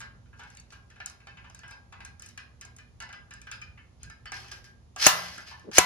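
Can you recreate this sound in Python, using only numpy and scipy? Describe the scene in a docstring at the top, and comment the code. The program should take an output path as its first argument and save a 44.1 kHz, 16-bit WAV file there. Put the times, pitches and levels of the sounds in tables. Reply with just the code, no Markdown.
"""Slide hammer in a workshop

A slide hammer is screwed into an engine part: light chattering contacts clink and set its rod ringing,
amid thread scrapes of uneven noise. Twice the weight scrapes along the rod and slams into the stop: a noise
crack wakes ringing modes of the engine case and a diffuse room tail. A faint moan and two dull brushes join in.
Mains hum (sines) and a low rumble (filtered noise) lie underneath; the loudest peaks overload the recorder.
"""
import sys
import numpy as np
from scipy import signal
from scipy.fft import rfft, irfft
from scipy.io import wavfile
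from scipy.ndimage import uniform_filter1d

SR = 44100
rng = np.random.default_rng(int(sys.argv[2]) if len(sys.argv) > 2 else 0)


def wav_record(signal):
    """Record a signal, one row per channel, as 16-bit PCM in the file named by sys.argv[1]."""
    frames = np.transpose(np.atleast_2d(signal))
    bounded = np.clip(frames, -1, 1)
    # unit amplitude maps onto the largest positive 16-bit level
    quanta = np.round(bounded * 32767).astype(np.int16)
    wavfile.write(sys.argv[1], SR, quanta)


N = 257984  # length in samples


def undb(db):
    """Decibels to gain."""
    return 10 ** (np.asarray(db) / 20)


def unit(x):
    """Scale to rms 1."""
    return x / np.sqrt(np.mean(x ** 2))


def over_hz(table, hz):
    """Read a table of (f/Hz, value) on a log frequency axis."""
    f, value = np.transpose(table)
    return np.interp(np.log(np.maximum(hz, 1)), np.log(f), value)


def colour(x, table):
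    """Filter by a (f/Hz, level/dB) spectrum through a causal, minimum-phase response with energy 1."""
    log_gain = over_hz(table, np.linspace(0, SR / 2, 1025)) * np.log(10) / 20
    cepstrum = irfft(log_gain)
    # folding the cepstrum forward in time makes the response causal
    cepstrum[1:1024] *= 2
    cepstrum[1025:] = 0
    h = irfft(np.exp(rfft(cepstrum)))
    h = np.reshape(h / np.linalg.norm(h), (1,) * (x.ndim - 1) + (-1,))
    return signal.fftconvolve(x, h, axes=-1)[..., :x.shape[-1]]


def three(x, low_hz, high_hz):
    """Split into low, middle and treble with crossfades a third of an octave wide."""
    spec, f = rfft(x), np.linspace(1, SR / 2, N // 2 + 1)
    above_low, above_high = (np.clip(.5 + 3 * np.log2(f / hz), 0, 1) for hz in (low_hz, high_hz))
    return [irfft(spec * part, N) for part in (1 - above_low, above_low - above_high, above_high)]


# how alike the two ports sound: (f/Hz, left-right correlation)
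PORT_LIKENESS = [(60, 0.78), (300, 0.6), (700, 0.12), (3000, 0.16), (8000, 0.043)]


def stereo(size):
    """White noise at two ports, most alike in the bass: shared and opposed noise mixed per frequency."""
    mid, side = rfft(rng.standard_normal((2, size)))
    alike = np.clip(over_hz(PORT_LIKENESS, np.linspace(0, SR / 2, len(mid))), 0, 1)
    shared, opposed = mid * np.sqrt(1 + alike), side * np.sqrt(1 - alike)
    return irfft([shared + opposed, shared - opposed], size) / np.sqrt(2)


def walk(rate):
    """Random levels held 1 / rate s and slewed twice; rms 1."""
    hold = int(SR / rate)
    steps = np.repeat(rng.standard_normal(N // hold + 1), hold)
    return unit(uniform_filter1d(uniform_filter1d(steps, hold), hold)[:N])


def curve(rows, hold_s=.008):
    """Columns of a table over time, and a soft gate for its span plus a short hold."""
    s, *columns = np.transpose(rows)
    t = np.arange(N) / SR
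    gate = uniform_filter1d(1. * ((t > s[0]) & (t < s[-1] + hold_s)), 100)
    return gate, [np.interp(t, s, column) for column in columns]


def bursts(times, gains, taus, rise):
    """Sum of envelopes that swell to their gain and decay; the swell lasts a share of the decay."""
    env, t = np.zeros(N), np.arange(4000) / SR
    for s, gain, tau in zip(times, gains, np.maximum(taus, 3e-4)):
        start = int(s * SR)
        shape = (1 - np.exp(-t / (rise * tau))) ** 2 * np.exp(-t / tau)
        env[start:start + len(t)] += (gain * shape / shape.max())[:N - start]
    return env


def kicks(times, gains, scatter_db):
    """An impulse at each contact, of random phase and, with scatter, uneven size."""
    force, chance = np.zeros(N, complex), rng.standard_normal((len(times), 2))
    at = (np.asarray(times) * SR).astype(int)
    force[at] = gains * undb(scatter_db * chance[:, 0]) * np.exp(3j * chance[:, 1])
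    return force


def ring(force, modes, flutter_db=2.0):
    """Decaying modes driven by a force; the right port hears each mode at another phase."""
    out = np.zeros((2, N))
    for hz, db, t60 in modes:
        pole = np.exp(2j * np.pi * hz / SR - np.log(1000) / (t60 * SR))
        z = signal.lfilter([1], [1, -pole], force(hz))
        turn = np.exp(1j * rng.normal(0, min(hz / 1500, 1.5)))
        # loose parts make each ring flutter
        out += undb(db + flutter_db * walk(70)) * np.imag([z, z * turn])
    return out


# reverberation of the room: (f/Hz, t60/s)
ROOM_DECAY = [(125, 0.7), (500, 0.75), (1500, 0.35), (4000, 0.33), (8000, 0.17), (14000, 0.44)]


def room(x, rise_s=0.00043):
    """Diffuse tail: octave bands of noise, each dying at its own rate."""
    t = np.arange(SR) / SR
    spec, f, h = rfft(stereo(SR)), np.linspace(1, SR / 2, SR // 2 + 1), 0
    for hz in 62.5 * 2. 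** np.arange(9):
        band = irfft(spec * np.clip(1 - np.abs(np.log2(f / hz)), 0, 1), SR)
        h = h + band * undb(-60 * t / over_hz(ROOM_DECAY, hz))
    h = h * (1 - np.exp(-t / rise_s))
    return signal.fftconvolve(x[None], h / np.linalg.norm(h[0]), axes=-1)[:, :N]


# spectrum of the workshop air: (f/Hz, relative level/dB)
SHOP_SPECTRUM = [(15, -34.5), (25, -17), (74, 4), (309, -18), (666, -22.5), (1160, -26.5), (1600, -35),
                 (1920, -32.5), (2440, -34), (6850, -35.5), (8470, -50), (9920, -38), (11600, -49),
                 (14000, -72)]
# uneven drift in the level of the low rumble, played relative to its mean: (t/s, level/dB)
RUMBLE_DRIFT = [(0.0, -52.5), (1.25, -59), (1.32, -53.5), (1.83, -57), (2.09, -50), (2.26, -56.5),
                (3.6, -53.5), (3.73, -52), (3.94, -57.5), (4.09, -45.5), (4.15, -58.5), (4.25, -51.5),
                (4.94, -56.5), (5.05, -54.5)]
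# mains hum partials before the drift: (f/Hz, level/dB)
HUM_PARTIALS = [(59.5, -63), (119, -64), (178.5, -72), (238, -73)]
SHOP_DB = -57  # rms of rumble and hiss before the port balance


def shop():
    """Rumble of uneven, drifting level, faint hiss above it, and wavering mains hum that follows the drift."""
    low, mid, high = three(colour(stereo(N), SHOP_SPECTRUM), low_hz=198, high_hz=1000)
    drift_db = curve(RUMBLE_DRIFT)[1][0]
    drift = undb(drift_db - np.mean(drift_db))
    air = unit(drift * low + mid + high) * undb(SHOP_DB)
    t = np.arange(N) / SR
    hum = sum(undb(db + 2 * walk(1.2)) * np.sin(2 * np.pi * hz * t) for hz, db in HUM_PARTIALS)
    return (air + drift * hum) * undb([[-.8], [.8]])  # right port louder


# clinks of weight and thread; the shares are 0 for a usual clink:
# (t/s, level/dB, depth share/dB, brightness share/dB, contact chatter/s, main ring share near 1.6 kHz/dB)
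CLINK_CONTACTS = [(0.0034, -48.5, 4.5, 6.5, 0.003, 2), (0.012, -47, 4.5, 0.5, 0.0032, 4.5),
                  (0.2574, -68, -8, -8, 0.0028, -4), (0.3278, -63, 7, -29, 0.006, 10),
                  (0.391, -52.5, 10, -6, 0.008, 8), (0.4127, -59.5, 4, -29, 0.0062, 6),
                  (0.434, -52, -13, -4, 0.0032, 6.5), (0.5012, -58.5, -17, 5.5, 0.0032, -3),
                  (0.549, -66.5, -3, 13, 0.0038, -2), (0.5702, -56, -13, 10, 0.003, -4),
                  (0.597, -78, 5, 28, 0.0058, -4), (0.7199, -55, 5, -1, 0.0089, 7),
                  (0.8999, -59, -5, -1, 0.005, -2), (0.9572, -61, 8.5, -10, 0.0065, 6),
                  (1.0012, -45, 2, -12, 0.0029, 0), (1.059, -48, -2, 18, 0.003, -3.5),
                  (1.0977, -65, 15, 22, 0.0029, 2), (1.2017, -60, -2, -9, 0.0034, -5),
                  (1.269, -48.5, 3, -8, 0.0032, -1), (1.3691, -52, 2, -19, 0.0057, -0.5),
                  (1.4399, -55.5, 6, -19, 0.0081, 4), (1.498, -59.5, 6, 6.5, 0.003, -3.5),
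                  (1.5461, -58, 7, 16, 0.0034, -1), (1.59, -58.5, -3, 10, 0.0033, 0),
                  (1.633, -48.5, 1, -20, 0.0031, 0), (1.6794, -61, 9, 8, 0.0029, 0),
                  (1.708, -53.5, 7.5, 4.5, 0.0055, 4), (1.922, -51, 7.5, -8, 0.0069, -1),
                  (2.0035, -47.5, 3, -11, 0.0032, 0.5), (2.0488, -51.5, -1, 11, 0.0033, -0.5),
                  (2.1958, -59.5, -2, 14.5, 0.0027, -3), (2.2208, -55.5, 0.5, 15.5, 0.0028, -2),
                  (2.2607, -58.5, -2, 17.5, 0.0031, -5), (2.2873, -62.5, -18, 18.5, 0.0034, -9),
                  (2.3751, -43.5, -5, 1, 0.0029, -7), (2.61, -50.5, 0, 8.5, 0.0049, 3),
                  (2.6503, -59.5, 9, 14, 0.0033, 0), (2.764, -69, -1, 23, 0.0034, -3),
                  (2.7842, -53, -9, 1, 0.0032, 2.5), (3.0019, -41.5, 0.5, -1.5, 0.0032, 2),
                  (3.0226, -50.5, 9, 8, 0.0029, -5), (3.0899, -49, 1.5, -8, 0.003, 0),
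                  (3.127, -46.5, 1, -3, 0.0031, -1.5), (3.3068, -49.5, -3, -4, 0.005, -1.5),
                  (3.3364, -60.5, -6, 16.5, 0.003, -2), (3.4152, -56.5, -14, 10.5, 0.0027, -2),
                  (3.4689, -46, 1.5, -14, 0.0032, -0.5), (3.5138, -40.5, -4.5, 3, 0.0028, -0.5),
                  (3.6148, -46.5, -9, -4, 0.0031, 0), (3.7747, -52, -4.5, -28, 0.003, 2),
                  (4.0312, -55, 4.5, 14.5, 0.0026, -1), (4.0986, -54.5, 2, 6.5, 0.0029, 6.5),
                  (4.2557, -43.5, -1.5, -7, 0.0028, -8), (4.3185, -41, 7, 3.5, 0.003, 0.5),
                  (4.442, -55.5, 10, -4, 0.0027, 2.5), (4.516, -53, 11, 8.5, 0.0031, 4),
                  (4.6475, -63, -2, 10, 0.0031, 6), (4.9609, -45, 7, 6.5, 0.0037, -6),
                  (5.3788, -47.5, 5.5, 4, 0.0032, 0), (5.5143, -54, 14, -13, 0.0027, 4),
                  (5.5957, -60, 15.5, 5, 0.0025, 1.5), (5.7137, -47, 3, -1, 0.003, -3)]
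# spectrum of a contact: (f/Hz, relative level/dB)
CLINK_SPECTRUM = [(240, -43), (400, -30.5), (1620, -4), (1900, -12), (2470, -6), (3400, -14.5),
                  (9160, -32.5), (13000, -50)]
# modes of rod and weight, also rung by the scrapes: (f/Hz, relative level/dB, t60/s)
ROD_MODES = [(800, -13, .1), (1227, -10, .1), (1389, -12, .15), (1480, -11, .15), (1610, -1, .19),
             (1752, -7, .24), (2003, -14, .3), (2175, -12, .19), (2422, -8, .16), (2622, -10, .15),
             (2885, -14, .15), (3045, -12, .1), (4237, -16, .08), (4500, -18, .15), (5010, -14, .15),
             (5300, -21, .15), (6300, -22, .1), (9400, -24, .06)]
LOW_DB, TREBLE_DB, SNAP_DB, RING_DB = 2.5, 3.5, 12.5, -6.5  # shares in a usual clink
BOUNCE_DB = 2.5  # lost in each chatter time
TREBLE_FOLLOWS = 0.33  # dB of treble for each dB of brightness; the snap follows in full


def clinks():
    """Light contacts: a short chatter, the rod ringing after it, and the room."""
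    s, db, depth_db, bright_db, tau, ring_db = np.transpose(CLINK_CONTACTS)
    shares_db = (LOW_DB + depth_db, 0, TREBLE_DB + TREBLE_FOLLOWS * bright_db, SNAP_DB + bright_db)
    gains = [undb(db + share) for share in shares_db]
    low, mid, high = three(colour(rng.standard_normal(N), CLINK_SPECTRUM), 1200, 3500)
    low_env, mid_env, high_env = [bursts(s, gain, tau, rise=0.42) for gain in gains[:3]]
    tick = low * low_env + mid * mid_env + three(high, 3500, 7800)[1] * high_env
    # the thread's tiny edges snap: short, bright and hardly echoed
    snap = three(high, 5680, 12900)[1] * bursts(s, gains[3], 0.57 * tau, rise=.6)

    def chatter(hz):
        """Three contacts, weaker on average each time, so the ring swells in."""
        band = (hz > 1200) + (hz > 3500)  # low, middle or treble gain
        gain = gains[band] * undb(ring_db * (1350 < hz < 1800))
        return sum(kicks(s + k * tau, gain * undb(RING_DB - BOUNCE_DB * k), scatter_db=2.5)
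                   for k in (.5, 2, 4))

    rod = ring(chatter, ROD_MODES, flutter_db=5.5)
    direct = undb(-1.5) * tick + undb(5.5) * snap + undb(1) * rod
    return direct + room(undb(4.0) * tick + undb(-4.5) * snap + rod[0])


# scrapes of the thread and of the weight along the rod, swelling or fading:
# (start t/s, end t/s, start level/dB, end level/dB, treble share/dB)
SCRAPES = [(0.36, 0.399, -77, -59.5, 1), (0.704, 0.7, -83, -51.5, -3), (0.388, 0.425, -61, -71, 4),
           (0.472, 0.535, -64, -66, -1), (0.727, 0.77, -63, -72, 6), (1.06, 1.125, -60, -68, 1),
           (1.688, 1.756, -61, -73, 2), (2.225, 2.31, -60, -64, 5), (3.994, 4.044, -69, -51.5, -14),
           (4.334, 4.495, -47.5, -55, -2.5), (4.513, 4.63, -43, -73, -0.5), (4.641, 4.703, -53.5, -75, 2),
           (4.979, 5.001, -43, -28.5, -1), (5.011, 5.063, -29, -18.5, 0.5), (5.161, 5.43, -36.5, -55, -2.5),
           (5.443, 5.507, -55.5, -43.5, -5.5), (5.512, 5.659, -51.5, -71, -4.5),
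           (5.718, 5.735, -44.5, -33, -1), (5.74, 5.772, -31.5, -19, 2.5)]
# spectrum of a scrape: (f/Hz, relative level/dB)
SCRAPE_SPECTRUM = [(240, -45.5), (400, -9), (1150, -1.5), (1610, 4), (3320, 4.5), (3470, 0.5), (5680, 8),
                   (8170, -7), (11700, -7.5), (12800, -23.5), (16600, -48.5), (22000, -120)]


def scrapes():
    """Rough rubbing contact: noise of dense uneven slips that also keep the rod singing."""
    level, treble = np.zeros(N), np.zeros(N)
    for start, end, start_db, end_db, treble_db in SCRAPES:
        gate, (db,) = curve([(start, start_db), (end, end_db)])
        level += gate * undb(db)
        treble += gate * undb(db + treble_db)
    grit = unit(undb(3.0 * walk(400) + 2.04 * walk(60)))
    low, mid, high = three(colour(stereo(N), SCRAPE_SPECTRUM), 1200, 5000)
    rub = grit * ((low + mid) * level + high * treble)

    def slips(hz):
        """Fine slips wake the upper modes most."""
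        return (min(hz, 5200) / 2500) ** 2 * level * grit * rng.standard_normal(N)

    rod = ring(slips, ROD_MODES)
    return undb(-5) * rub + undb(-32.5) * rod + undb(-4.5) * room(rub[0])


MOAN_START_S, MOAN_END_S, MOAN_HZ = 4.39, 4.735, 372
MOAN_DB = -72.5  # rms, before the wavering


def moan():
    """A faint low sine of wavering level while the weight glides back."""
    gate = curve([(MOAN_START_S, 0), (MOAN_END_S, 0)])[0]
    tone = np.sqrt(2) * np.sin(2 * np.pi * MOAN_HZ * np.arange(N) / SR)
    return gate * undb(MOAN_DB + 4 * walk(15)) * tone


# weight hitting the stop: (t/s, level/dB, crack decay/s, tail share/dB, share of the top whistle/dB,
# share of the 6 kHz ping/dB, left minus right/dB)
STOP_BLOWS = [(5.0648, -10, 0.004, 1.5, 13.5, -5, 1), (5.7819, -8, 0.0037, -4, -26, -2, 1)]
# spectrum of the crack: (f/Hz, relative level/dB)
CRACK_SPECTRUM = [(35, -45), (60, -9), (478, 5), (1030, -3), (2680, 5), (3390, -9.5), (5650, -3), (6350, 9),
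                  (8400, -7), (10600, 1.5), (12200, -13), (13400, -33), (15800, -39.5)]
# modes of engine case and frame, woken by the hard blows: (f/Hz, relative level/dB, t60/s)
CASE_MODES = [(178, -23, .9), (400, -2, .06), (745, -6, .2), (943, -8, .3), (1003, -5, .35),
              (1125, -8, .25), (1350, -12, .4), (1507, -10, .3), (2003, -9, .8), (2180, -18, .6),
              (2420, -11, .15), (2630, -6, .22), (4350, -12, .15), (4500, -12, .2), (5290, -14, .25),
              (6355, -5, .2), (10300, -20, .2), (15305, -13, .17)]
# spectrum of the clang sent to the room: (f/Hz, relative level/dB)
CLANG_SPECTRUM = [(59, -71), (100, -30), (173, -14.5), (212, -29.5), (367, -19.5), (497, -18), (539, -20),
                  (878, -7), (1010, -1.5), (4020, -11), (6550, -8), (12800, -21.5), (16600, -65),
                  (22000, -120)]


def blows():
    """Steel on steel: a crack, then case and room ring out."""
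    out = 0
    for s, db, tau, tail_db, whistle_db, ping_db, pan_db in STOP_BLOWS:
        env, noise = bursts([s], [undb(db)], [tau], rise=0.15), rng.standard_normal(N)
        # above the bass the two ports also hear noise of their own
        apart = three(colour(env * rng.standard_normal((2, N)), CRACK_SPECTRUM), 200, 600)[2]
        crack = colour(env * noise, CRACK_SPECTRUM) + .5 * apart

        def strike(hz):
            """One kick, with its own strength for whistle and ping."""
            strength_db = db + whistle_db * (hz > 12000) + ping_db * (6000 < hz < 7000)
            return kicks([s + .002], undb(strength_db), scatter_db=0.0)

        case = ring(strike, CASE_MODES)
        tail = undb(tail_db) * room(colour(env * noise, CLANG_SPECTRUM))
        pan = undb([[pan_db / 2], [-pan_db / 2]])
        out = out + pan * (undb(8.5) * crack + undb(-14.5) * case + tail)
    return out


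# dull low brushes as the hand swings: (middle t/s, half length/s, level/dB)
HAND_SWINGS = [(5.387, 0.036, -62.5), (5.685, 0.027, -49)]


def swing():
    """Low noise that swells and flutters as the hand comes past."""
    t = np.arange(N) / SR
    env = sum(undb(db) * np.exp(-((t - s) / half_s) ** 2) for s, half_s, db in HAND_SWINGS)
    band = signal.butter(2, [220, 480], "band", fs=SR, output="sos")
    puff = signal.sosfilt(band, stereo(N))
    return env * undb(3.5 * walk(90)) * unit(puff)


LAG = 3  # samples the right port hears later


def scene():
    """All sources; the right port hears them a moment later."""
    left, right = shop() + clinks() + scrapes() + moan() + blows() + swing()
    return np.array([left, np.roll(right, LAG)])


TOP_HZ = 15900


def record(dry):
    """Overload squeezes the peaks smoothly, then a steep low-pass cuts the top."""
    cut = signal.ellip(8, .2, 70, TOP_HZ, fs=SR, output="sos")
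    return signal.sosfilt(cut, 0.95 * np.tanh(1.204 * dry))


dry = scene()
out = record(dry)
wav_record(out)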